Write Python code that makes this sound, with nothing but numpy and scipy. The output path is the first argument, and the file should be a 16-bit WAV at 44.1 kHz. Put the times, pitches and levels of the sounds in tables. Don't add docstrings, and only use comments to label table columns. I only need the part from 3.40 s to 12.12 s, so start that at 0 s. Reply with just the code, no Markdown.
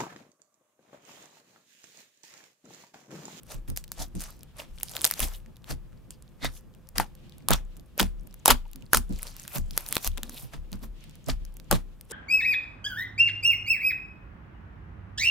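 import sys
import numpy as np
from scipy import signal
from scipy.io import wavfile
from scipy.ndimage import uniform_filter1d

SR = 44100
rng = np.random.default_rng(int(sys.argv[2]) if len(sys.argv) > 2 else 0)


def master_out(mix):
    frames = np.transpose(np.atleast_2d(mix))
    ceiling = np.clip(frames, -1, 1)
    pcm = np.round(ceiling * 32767).astype(np.int16)
    wavfile.write(sys.argv[1], SR, pcm)


def magnitude_from_level(level_db):
    exponent = np.asarray(level_db, float) / 20
    return 10 ** exponent


N = 384552


def rms_one(x):
    return x / np.sqrt(np.mean(x ** 2) + 1e-20)


def at_hz(points, hz):
    points = np.array(points)
    return np.interp(np.log(hz), np.log(points[:, 0]), points[:, 1])


def drift(rate_hz):
    r = np.exp(-2 * np.pi * rate_hz * 40 / SR)
    white = rng.standard_normal(N // 40 + 2002)
    slow = signal.lfilter([1], [1, -2 * r, r * r], white)[2000:]
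    return np.interp(np.arange(N) / 40, np.arange(len(slow)), rms_one(slow))


def resonate(x, hz, width_hz):
    r = np.exp(-np.pi * width_hz / SR)
    poles = [1, -2 * r * np.cos(2 * np.pi * hz / SR), r * r]
    return signal.lfilter(np.array([1, 0, -1]) * (1 - r * r) / 2, poles, x)


def spread(mid, side, alike):
    alike = np.clip(alike, -1, 1)
    return np.sqrt((1 + alike) / 2) * mid + np.sqrt((1 - alike) / 2) * side * [[1], [-1]]


# (pitch [Hz], level [dB per Hz])
ROOM_HISS = [(20, -8), (48, -3), (91, -11.5), (143, -9), (273, -30.5), (1110, -34), (4000, -48.5),
             (16500, -48)]
# (pitch [Hz], likeness [-1 to 1])
ROOM_LIKENESS = [(60, 0.32), (380, 0.92), (2380, 0.9), (15000, 0.18)]


def room_tone():
    hiss_db, hum_db, hum_hz = -53, -72.5, 346
    hiss, edges_hz = 0, 20 * 2 ** np.arange(0, 10.1, .5)
    white = rng.standard_normal((2, 2, N))
    for k, (low, high) in enumerate(zip(edges_hz, edges_hz[1:])):
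        band = signal.butter(2, [low, high], "band", fs=SR, output="sos")
        mid, side = signal.sosfilt(band, white[k % 2])
        hz = np.sqrt(low * high)
        hiss = hiss + magnitude_from_level(at_hz(ROOM_HISS, hz)) * spread(mid, side, at_hz(ROOM_LIKENESS, hz))
    hum = resonate(white[0, 0], hum_hz, 3.3) + .5 * resonate(white[1, 0], 1.5 * hum_hz, 8.2)
    return magnitude_from_level(hiss_db) * rms_one(hiss) + magnitude_from_level(hum_db) * rms_one(hum)


def echoes(x):
    t60_s, wall_cut_hz = 0.18, 8700
    t = np.arange(9000) / SR
    tail = rng.standard_normal((2, len(t))) * magnitude_from_level(-60 * t / t60_s) * (t > .002)
    dull = np.exp(-2 * np.pi * wall_cut_hz / SR)
    tail = signal.lfilter([1 - dull], [1, -dull], tail)
    tail = tail / np.sqrt(np.sum(tail ** 2) / 2)
    return signal.fftconvolve(x, tail, axes=1)[:, :N]


# (time of the peak [s], level [dB])
SHOVES = [(0.188, -32.5), (0.315, -29), (0.618, -31), (0.779, -29.5), (0.921, -45), (1.33, -35.5),
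          (1.841, -22), (2.341, -29.5), (2.521, -48), (3.072, -30), (3.582, -31.5), (4.149, -22.5),
          (4.266, -38.5), (4.652, -21), (4.781, -35), (5.129, -19.5), (5.589, -22), (5.747, -25),
          (6.22, -21.5), (6.698, -21), (7.207, -29.5), (7.362, -34), (7.476, -28.5), (7.936, -22),
          (8.031, -31.5), (8.34, -22)]


def stand():
    sway_hz, jolt_hz = 30.5, 62.4
    t, out = np.arange(22050) / SR, np.zeros((2, N + 22050))
    swell = t / 0.036 * np.exp(1 - t / .035)
    sway_level = (1 - np.exp(-t / 0.011)) * np.exp(-t / 0.096)
    for (s, db), (detune, turn, skew) in zip(SHOVES, rng.standard_normal((len(SHOVES), 3))):
        phase = 3 * turn + np.array([[0], [1.1 + .4 * skew]])
        sway = sway_level * np.sin(2 * np.pi * sway_hz * (1 + 0.07 * detune) * t + phase)
        jolt = 0.42 * swell ** 2 * np.sin(2 * np.pi * jolt_hz * (1 + 0.19 * skew) * t + phase)
        at = round((s - .04) * SR)
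        out[:, at:at + len(t)] += magnitude_from_level(db - 1.0) * (sway + jolt) * magnitude_from_level([[1.5], [-1.5]])
    return out[:, :N]


# (time of the peak [s], rocking level [dB], boom level [dB], boom pitch [Hz])
KNOCKS = [(0.167, -42, -49, 147.6), (0.308, -31, -39.5, 70), (0.617, -38, -46.5, 285),
          (0.773, -37, -38, 181.5), (1.839, -46, -38.5, 115), (2.323, -35, -37.5, 129),
          (3.054, -32, -39.5, 263), (3.601, -34, -35, 199), (4.123, -24, -32.5, 198),
          (4.625, -28, -27.5, 192), (5.119, -27.5, -29.5, 241.7), (5.371, -48, -50.5, 264),
          (5.577, -30, -32.5, 238), (5.721, -33.5, -34, 189.5), (6.181, -37, -36.5, 140),
          (6.334, -42, -49, 129), (6.675, -42, -48.5, 248), (7.052, -41, -48, 132.7),
          (7.163, -44, -47.5, 145.3), (7.345, -38, -40, 195), (7.446, -46, -44, 222),
          (7.9, -29.5, -35.5, 254.2), (8.027, -45, -53.5, 197.7), (8.344, -24.5, -27.5, 187)]


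def table():
    rock_hz = 124.6
    t, out = np.arange(22050) / SR, np.zeros((2, N + 22050))
    swell = (t / 0.02 * np.exp(1 - t / 0.023)) ** 1.9
    whites = rng.standard_normal((len(KNOCKS), 3, len(t)))
    for (s, rock_db, boom_db, boom_hz), white in zip(KNOCKS, whites):
        rock = resonate(swell * (np.sin(2 * np.pi * rock_hz * t) + 5 * white[0]), rock_hz, 34)
        boom = resonate(swell * np.sin(2 * np.pi * boom_hz * t), boom_hz, 72)
        rattle = resonate(resonate(swell * white[1:], 210, 140), 210, 140)
        knock = magnitude_from_level(boom_db + 2.0) * (0.66 * boom + 7.76 * rattle)
        knock = knock + magnitude_from_level(rock_db + 3.0) * rock * [[.85], [-1.15]]
        at = round((s - .035) * SR)
        out[:, at:at + len(t)] += knock
    rumble = resonate(resonate(rng.standard_normal((2, N)), 110, 170), 110, 170)
    restless = magnitude_from_level(3.2 * drift(6)) * rms_one(rumble)
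    return out[:, :N] + magnitude_from_level(-57.0) * restless


# (time [s], level [dB])
SLIDE = [(0.0, -73), (1.38, -65.5), (1.7, -52), (2.01, -68.5), (3.6, -76), (3.82, -60), (4.1, -67),
         (6.63, -62), (7.48, -67), (7.72, -56.5), (7.95, -64), (8.72, -71)]


def sliding():
    rustle_hz, rustle_width_hz, rustle_db = 2800, 1500, -5
    stray_per_s, stray_db = 35, 10
    rustle = rms_one(resonate(rng.standard_normal((2, N)), rustle_hz, rustle_width_hz))
    born = rng.random(N) < stray_per_s * magnitude_from_level(6 * drift(3)) / SR
    sizes = born * rng.standard_normal(N)
    girth = rng.integers(0, 3, N)
    stray = 0
    for k, hz in enumerate((2500, 5000, 10000)):
        chosen = sizes * (girth == k) * [[1], [.8]] + 1e-18
        stray = stray + resonate(chosen, hz, 0.7 * hz) * 5000 / hz
    times, levels_db = np.transpose(SLIDE)
    level_db = np.interp(np.arange(N) / SR, times, levels_db)
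    return magnitude_from_level(level_db) * (magnitude_from_level(rustle_db + 3.1 * drift(11.0)) * rustle + magnitude_from_level(stray_db) * stray)


# (time [s], level [dB], pitch [Hz],
# length [s])
HOLES = [(0.891, -50.5, 1205, 0.01), (3.049, -38, 2000, 0.021), (3.059, -36, 3730, 0.011),
         (3.603, -23.5, 820, 0.004), (3.625, -45.5, 830, 0.024), (0.13, -50.5, 600, 0.03),
         (0.615, -46.5, 720, 0.026), (1.6, -53.5, 328, 0.05), (1.949, -50, 3440, 0.013),
         (3.038, -43.5, 3700, 0.019), (3.615, -42, 1410, 0.016), (5.105, -23.5, 3000, 0.012),
         (6.9, -53, 240, 0.064), (7.89, -33, 600, 0.006), (7.896, -40.5, 1205, 0.006),
         (8.326, -29, 1100, 0.012), (8.714, -45, 484, 0.008), (4.131, -31, 3400, 0.016),
         (8.347, -38.5, 4000, 0.013), (4.604, -29, 900, 0.003), (4.617, -30, 380, 0.0071),
         (6.787, -44, 258, 0.011), (6.84, -47.5, 228, 0.013), (5.26, -60.5, 900, 0.0083)]


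def holes():
    slap_s, slap_db = 6.568, -11.5
    t, out = np.arange(N) / SR, np.zeros((2, N))
    mid, side = rng.standard_normal((2, N))
    patchy = rms_one(uniform_filter1d(side, size=130))
    for s, db, hz, length in HOLES:
        near = slice(round((s - .1) * SR), round((s + .1) * SR))
        puff = rms_one(resonate(spread(mid[near], side[near], 0.81), hz, 0.15 * hz))
        puff = puff * magnitude_from_level(2.7 * patchy[near])
        out[:, near] += magnitude_from_level(db) * puff * np.exp(-((t[near] - s) / length) ** 2)
    return out - magnitude_from_level(slap_db) * np.exp(-((t - slap_s) / 0.00024) ** 2)


# (time [s], peak level [dB], pitch [Hz])
BRIGHT_TICKS = [(0.0677, -48, 8940), (0.6826, -48, 10720), (0.8132, -31, 9090), (0.8194, -25, 9350),
                (0.9686, -53, 7440), (0.9922, -48, 9270), (1.169, -42, 10000), (1.1844, -38, 9830),
                (1.514, -31, 10240), (1.5178, -35, 6700), (1.5609, -29, 11330), (1.6238, -31, 7600),
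                (1.7654, -40, 9960), (1.8175, -27, 9700), (1.8843, -29, 6700), (1.959, -39, 8220),
                (2.891, -58, 6940), (4.2515, -55, 7410), (4.3584, -59, 7050), (4.3732, -47, 8400),
                (4.4078, -56, 13050), (4.4618, -54, 10600), (4.8102, -53, 8930), (4.834, -54, 11900),
                (4.8696, -50, 9000), (4.9941, -54, 8010), (4.9987, -51, 6700), (5.2806, -52, 13000),
                (5.3144, -41.5, 10870), (5.41, -54, 7240), (5.4571, -52, 8800), (5.6937, -43, 9500),
                (5.7329, -45, 7100), (5.8214, -30, 10600), (5.8382, -37, 9480), (5.9975, -33, 6900),
                (6.0034, -39, 10980), (6.0314, -35, 9660), (6.0374, -37, 6130), (6.3152, -44, 12100),
                (6.365, -35, 12580), (6.3683, -35, 8400), (6.4076, -29, 12000), (6.4719, -43, 8360),
                (6.4828, -30, 13640), (6.5097, -29, 11560), (6.5479, -28, 11940), (6.9443, -32, 11400),
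                (7.0359, -39.5, 10260), (7.3566, -46, 8550), (7.3929, -50.5, 8320), (7.8428, -49.5, 6520),
                (7.8619, -41, 7870), (8.1411, -42.5, 12170), (8.2444, -53, 6910), (8.6482, -53, 11480),
                (8.6528, -54, 10540), (8.7108, -29.5, 6390)]
# (time [s], peak level [dB], pitch [Hz])
DULL_TICKS = [(0.4445, -43, 3070), (0.491, -53, 4150), (0.6641, -52, 3230), (0.9252, -53, 4410),
              (1.0086, -48, 5430), (1.2003, -31.5, 2790), (1.2497, -53, 3410), (1.3781, -46, 2340),
              (1.3851, -41, 3400), (1.4845, -35, 3920), (1.4948, -33, 5110), (1.5038, -43, 4340),
              (1.5072, -40, 4460), (1.579, -37, 4270), (1.5912, -37, 3090), (1.5944, -38, 4590),
              (1.9365, -42, 5790), (2.0022, -54.5, 2560), (2.0614, -47.5, 1860), (2.1591, -49, 3770),
              (2.2212, -56, 3220), (2.523, -58.5, 1700), (2.5301, -52, 1370), (2.5755, -57.5, 4600),
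              (2.8787, -53.5, 3570), (3.3394, -53, 3240), (3.3493, -56, 2600), (3.472, -50.5, 5230),
              (3.5669, -38, 1400), (3.583, -14, 4700), (3.9226, -45.5, 3610), (4.0057, -53, 2200),
              (4.0235, -57, 4380), (4.1319, -16, 3360), (4.7966, -52, 5660), (4.9102, -49, 5400),
              (4.927, -49, 3720), (5.2543, -55, 2800), (5.2669, -57.5, 4060), (5.4234, -45, 2740),
              (5.4638, -48.5, 4260), (5.7086, -48, 4560), (5.8694, -30.5, 3230), (6.0512, -40, 1550),
              (6.3332, -41.5, 5400), (6.5414, -42, 5180), (6.7173, -44, 3300), (6.7329, -52, 3210),
              (7.1354, -38.5, 1610), (7.3107, -60, 4420), (7.6075, -51, 5910), (7.6764, -57, 3170),
              (7.7101, -47.5, 4130), (7.8652, -37.5, 5820), (7.9011, -22.5, 4120), (8.0636, -54.5, 2280),
              (8.1239, -57, 5630), (8.3266, -20, 3440)]
# (time [s],
# peak level [dB], pitch [Hz])
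MIXED_TICKS = [(5.054, -34, 9000), (5.0805, -12, 3600), (5.0802, -8, 12000), (5.0822, -8.5, 12500),
               (5.1058, -12, 5000), (5.1082, -10, 12500), (5.118, -16, 2800), (4.5915, -24, 6000),
               (4.602, -14, 5000), (4.614, -21, 7000), (1.6446, -5, 4000), (8.3135, -16, 3560),
               (8.3122, -8.5, 12300), (4.6032, -13, 3170), (5.761, -41, 6100), (6.0787, -30, 13300),
               (4.586, -32, 2500), (3.572, -32, 4200), (5.794, -41.5, 2200), (5.878, -34, 4200)]


def ticks():
    rip_s, width, raw, gain_db, pan_scatter_db = 0.00023, 0.17, 0.14, 4, 1.5
    t, rows = np.arange(300) / SR, list(BRIGHT_TICKS) + list(DULL_TICKS) + list(MIXED_TICKS)
    out = np.zeros((2, N + len(t)))
    dying = np.exp(-t / rip_s) + 0.1 * np.exp(-t / 0.002)
    for (s, db, hz), (mid, side) in zip(rows, rng.standard_normal((len(rows), 2, len(t)))):
        rip = spread(np.r_[-2, mid[1:]], side, 0.57) * dying
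        tick = resonate(raw * rip + resonate(rip, hz, width * hz), hz, 2.5 * hz)
        tick = tick / np.abs(tick.mean(axis=0)).max()
        pan_db = pan_scatter_db * np.clip(side[-1], -2, 2) * np.array([[.5], [-.5]])
        at = round(s * SR)
        out[:, at:at + len(t)] += magnitude_from_level(db + gain_db + pan_db) * tick
    return out[:, :N]


def grains(per_s, pitches_hz, cycles, uneven_db, tilt_db, alike):
    born = rng.random((2, N)) < per_s * magnitude_from_level(2.6 * drift(60)) / SR
    luck_db = uneven_db * np.minimum(rng.exponential(1, (2, N)), 3.5)
    sizes = born * magnitude_from_level(luck_db) * rng.choice([-1, 1], (2, N))
    dealt = rng.integers(0, len(pitches_hz), (2, N))
    ringing = 0
    for k, hz in enumerate(pitches_hz):
        ring = resonate(sizes * (dealt == k) + 1e-18, hz, hz / cycles)
        ringing = ringing + ring * magnitude_from_level(tilt_db * np.log2(hz) + 4.2 * drift(5.1))
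    mid, side = ringing
    return rms_one(spread(mid, side, alike))


def snaps():
    per_s, gain_db = 90, 17
    born = (rng.random(N) < per_s / SR) * rng.standard_normal((2, N))
    return magnitude_from_level(gain_db) * signal.lfilter([1, -1], [1, -.7], spread(*born, .8))


# (time of the peak [s], fizz level [dB], squelch level [dB], swell [ms per 20 dB], fade [ms per 20 dB])
PRESSES = [(0.12, -39.5, -40, 47, 55), (0.623, -34.5, -36.5, 65, 33), (1.197, -42, -34, 30, 51),
           (1.65, -30.5, -35.5, 24, 49.5), (1.832, -29, -30, 76, 57), (2.312, -36, -30.5, 37.5, 29.5),
           (3.049, -35.5, -27.5, 30.5, 39), (3.604, -37.5, -33, 27, 49), (4.11, -49, -19.5, 17, 56),
           (4.133, -25.5, -28.5, 14, 35), (4.598, -22.5, -17, 12, 45), (5.083, -24, -14.5, 8.5, 45.5),
           (5.109, -17.5, -11, 22, 20), (5.547, -22, -26, 16.5, 38.5), (5.573, -22.5, -39, 26, 14),
           (6.166, -33, -31.5, 61, 29), (6.671, -29, -34, 62, 19), (7.14, -47, -39.5, 24.5, 41),
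           (7.436, -49, -40.5, 26, 34), (7.898, -34.5, -29.5, 22.5, 36), (8.318, -32, -26, 8, 52),
           (8.35, -38, -34, 29, 42), (8.718, -34.5, -39, 17.5, 24)]
# (time [s], fizz level [dB], squelch level [dB])
PEELS = [(0.279, -47.5, -47), (0.368, -40, -54), (0.523, -45, -63), (0.755, -47.5, -55), (1.439, -47, -65),
         (1.715, -43, -46), (2.708, -50.5, -66), (3.557, -44, -35.5), (3.575, -44, -39.5),
         (4.09, -39.5, -45.5), (5.058, -30, -27), (6.777, -67, -46), (6.836, -51, -50), (7.33, -52.5, -46)]
# (time of the peak [s], fizz level [dB], swell [ms per 20 dB], fade [ms per 20 dB])
STRETCHES = [(0.817, -42.5, 49, 133), (1.513, -48.5, 188, 88), (1.561, -46.5, 66.5, 183.5),
             (1.946, -48.5, 206, 61), (3.176, -54, 169, 29.5), (5.73, -53.5, 42, 127),
             (5.876, -43, 146.5, 67), (6.005, -51, 246.5, 247), (6.378, -43, 61, 253),
             (6.572, -41, 216, 40), (6.989, -45.5, 218, 137)]


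def squishes():
    peel_swell_ms, peel_fade_ms, stretch_squelch_db = 4, 49, -2
    crackle_leans, crackle_db = 0.21, -4
    rows = list(PRESSES)
    rows += [(*row, peel_swell_ms, peel_fade_ms) for row in PEELS]
    rows += [(s, db, db + stretch_squelch_db, swell, fade) for s, db, swell, fade in STRETCHES]
    return [(s, fizz, fizz + crackle_leans * (squelch - fizz) + crackle_db, squelch, swell, fade)
            for s, fizz, squelch, swell, fade in rows]


def tearing():
    t = np.arange(0, N, 32) / SR
    power = np.zeros((3, len(t)))
    for s, *level_db, swell_ms, fade_ms in squishes():
        away = 1000 * np.where(t < s, (s - t) / swell_ms, (t - s) / fade_ms)
        power += magnitude_from_level(np.array(level_db)[:, None] - 20 * away ** 1.03) ** 2
    fizz, crackle, squelch = [np.interp(np.arange(N) / SR, t, np.sqrt(p)) for p in power]
    fine = grains(8300, np.geomspace(5000, 13000, num=6), 4.6, 5.0, tilt_db=2.5, alike=0.33)
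    medium = grains(2700, np.geomspace(2500, 5600, num=6), 7.1, 5.0, tilt_db=-0.7, alike=0.93)
    coarse = grains(2600, np.geomspace(520, 2300, num=8), 2.1, 4.0, tilt_db=-5.0, alike=0.38)
    out = crackle * snaps() + magnitude_from_level(-2.5) * fizz * fine
    return out + magnitude_from_level(-3.0) * crackle * medium + magnitude_from_level(-4.5) * squelch * coarse


# (time [s], snap peak level [dB], hollow peak level [dB], hollow pitch [Hz])
THIN_POCKETS = [(0.3737, -21, -39.5, 690), (1.432, -17.5, -35, 750), (1.651, -2, -24, 1190),
                (1.7113, -13.5, -32, 2220), (1.7228, -32, -28.5, 2140), (1.7941, -18, -29, 570),
                (1.8032, -12, -49, 601), (3.5814, -15.5, -36.5, 1813), (3.5995, -24, -16, 1550),
                (4.086, -5.5, -17, 1070), (4.1065, -9, -14.5, 600), (4.1156, -19, -16, 1375),
                (4.5786, -24, -30, 550), (5.058, 1.5, -7, 937), (5.079, -6, -15, 960),
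                (5.0812, -5.5, -5.5, 810), (5.0848, -22.5, -20, 795), (5.105, -7.5, -25, 866),
                (5.1062, -9.5, -5, 1360), (5.5328, 1.5, 1.5, 1500), (5.5324, -13.5, -25, 1450),
                (5.547, -4.5, -8, 1240), (5.5717, -9.5, -18, 1320), (6.1602, -26.5, -38, 814),
                (6.3767, -6, -22, 1350), (6.5261, -13.5, -26, 2130), (6.6462, -21, -39, 1000),
                (8.3119, -15.5, -13, 1370), (8.3274, -20, -14.5, 498)]
# (time [s], snap peak level [dB], hollow peak level [dB], hollow pitch [Hz], left over right [dB])
THICK_POCKETS = [(1.5527, -26.5, -38, 1340, 3), (1.5665, -18, -29.5, 1431, 5.5),
                 (1.6443, -7, -38, 2100, -4), (1.7017, -30, -46, 2190, 3), (1.7386, -22, -35, 1360, -1),
                 (3.0464, -36, -21.5, 654, 4), (3.5836, -22, -17.5, 1710, 8), (3.599, -30, -18, 850, 9),
                 (4.135, -9.5, -19, 1330, 4), (4.597, -10.5, -17, 1390, 0), (4.6005, -17.5, -14.5, 2050, 1),
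                 (4.6287, -19, -24.5, 790, 9), (5.1094, -4, -4, 1073, 10), (5.545, -20.5, -10.5, 1500, 5),
                 (6.0788, -27.5, -39, 1520, 0), (6.5673, -13.5, -13.5, 2400, 1), (6.58, -28, -37, 950, -1),
                 (6.6667, -30, -30.5, 890, 0), (6.7747, -29, -36.5, 1590, 14),
                 (6.7798, -27.5, -31, 2530, 2), (6.8324, -22.5, -38, 1840, -1.5), (8.313, -14, -15, 786, 6)]
# (time [s], snap peak level [dB])
FINE_THREADS = [(0.033, -41), (0.301, -29), (0.5183, -25.5), (0.8064, -29), (3.2095, -50), (0.8385, -29),
                (0.9054, -39), (1.0322, -34), (1.4006, -35), (1.617, -18), (1.67, -18), (1.676, -20.5),
                (3.489, -35), (3.752, -46), (3.9822, -41), (4.3681, -44), (4.8726, -41.5), (4.942, -36.5),
                (5.359, -35.5), (5.789, -37), (5.83, -20), (5.966, -33), (6.488, -22), (6.5545, -20),
                (6.675, -17), (6.8952, -29), (7.755, -43), (7.318, -39), (8.1688, -40), (8.611, -35)]
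# (time [s], snap peak level [dB], snap pitch [Hz])
COARSE_THREADS = [(0.3631, -27.5, 4580), (0.4407, -34, 5800), (0.4793, -42, 3900), (0.752, -39, 7850),
                  (0.7964, -36, 5450), (1.4105, -36, 2320), (3.349, -52, 1500), (1.5368, -37, 3300),
                  (1.6104, -28, 3450), (1.631, -33, 5700), (1.664, -18, 4370), (2.1681, -46.5, 3380),
                  (2.2432, -39.5, 3630), (2.7066, -31.5, 7700), (2.824, -43.5, 8300), (3.896, -45, 4140),
                  (4.397, -46, 3260), (5.3327, -37, 2880), (5.7252, -41, 5060), (6.02, -39.5, 6660),
                  (6.1835, -24.5, 7300), (6.3086, -29.5, 5040), (6.3683, -42.5, 7700),
                  (6.4636, -29.5, 5020), (7.3293, -31.5, 3460), (7.6403, -41.5, 2746), (7.696, -45.5, 5400),
                  (7.8856, -27.5, 6200), (8.0512, -39, 6230), (8.1996, -39.5, 3320)]


def bursts():
    thin_snap_hz, thick_snap_hz, fine_snap_hz = 11300, 3440, 11700
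    thread_hollow_db, thread_hollow_hz = -19, 1610
    snap_scatter, pan_scatter_db = 0.021, 1.5
    threads = [(*row, fine_snap_hz) for row in FINE_THREADS] + list(COARSE_THREADS)
    rows = [(s, db, thin_snap_hz, *hollow, None) for s, db, *hollow in THIN_POCKETS]
    rows += [(s, db, thick_snap_hz, *rest) for s, db, *rest in THICK_POCKETS]
    rows += [(s, db, hz, db + thread_hollow_db, thread_hollow_hz, None) for s, db, hz in threads]
    luck = np.clip(rng.standard_normal((len(rows), 2)), -2, 2)
    out = []
    for (s, db, hz, hollow_db, hollow_hz, pan_db), (a, b) in zip(rows, luck):
        if pan_db is None:
            pan_db = pan_scatter_db * b
        out.append((s, db, hz * np.exp(snap_scatter * a), hollow_db, hollow_hz, pan_db))
    return out


def pops():
    t = np.arange(1500) / SR
    events = bursts()
    out, white = np.zeros((2, N + len(t))), rng.standard_normal((len(events), 2, len(t)))
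    bright = signal.butter(1, 1200, "high", fs=SR, output="sos")
    rip_level = np.exp(-t / 0.00038) + 0.23 * np.exp(-t / 0.0015)
    for (s, snap_db, snap_hz, hollow_db, hollow_hz, pan_db), (mid, side) in zip(events, white):
        mid[0] = -1.3
        rip = spread(mid, side, 0.76) * rip_level
        snap = signal.sosfilt(bright, 1.1 * rip + 2.0 * resonate(rip, snap_hz, 0.4 * snap_hz))
        rising = 2 * np.pi * hollow_hz * t * (1 + 8 * t)
        dying = np.exp(-t * hollow_hz / 0.88) + 0.089 * np.exp(-t * hollow_hz / 6)
        hollow = -np.sin(rising) * dying * (1 - np.exp(-t * hollow_hz * 6))
        pop = magnitude_from_level(snap_db + 8.0) * snap / np.abs(snap).max() + magnitude_from_level(hollow_db + 5.0) * hollow
        at = round(s * SR)
        out[:, at:at + len(t)] += pop * magnitude_from_level(np.array([[.5], [-.5]]) * pan_db)
    return out[:, :N]


def scene():
    echo_db = -21
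    slime = pops() + tearing() + holes() + sliding()
    return slime + magnitude_from_level(echo_db) * echoes(slime) + stand() + table() + room_tone() + ticks()


def roll_off(x):
    return signal.sosfilt(signal.butter(12, 16990, fs=SR, output="sos"), x)


def record(dry):
    ceiling, cutoff_hz = .85, 16900
    rounded = ceiling * np.tanh(dry / ceiling)
    low_pass = signal.cheby2(12, 70, cutoff_hz, fs=SR, output="sos")
    mix = signal.sosfilt(low_pass, rounded)
    return roll_off(mix)


dry = scene()
out = record(dry)
master_out(out)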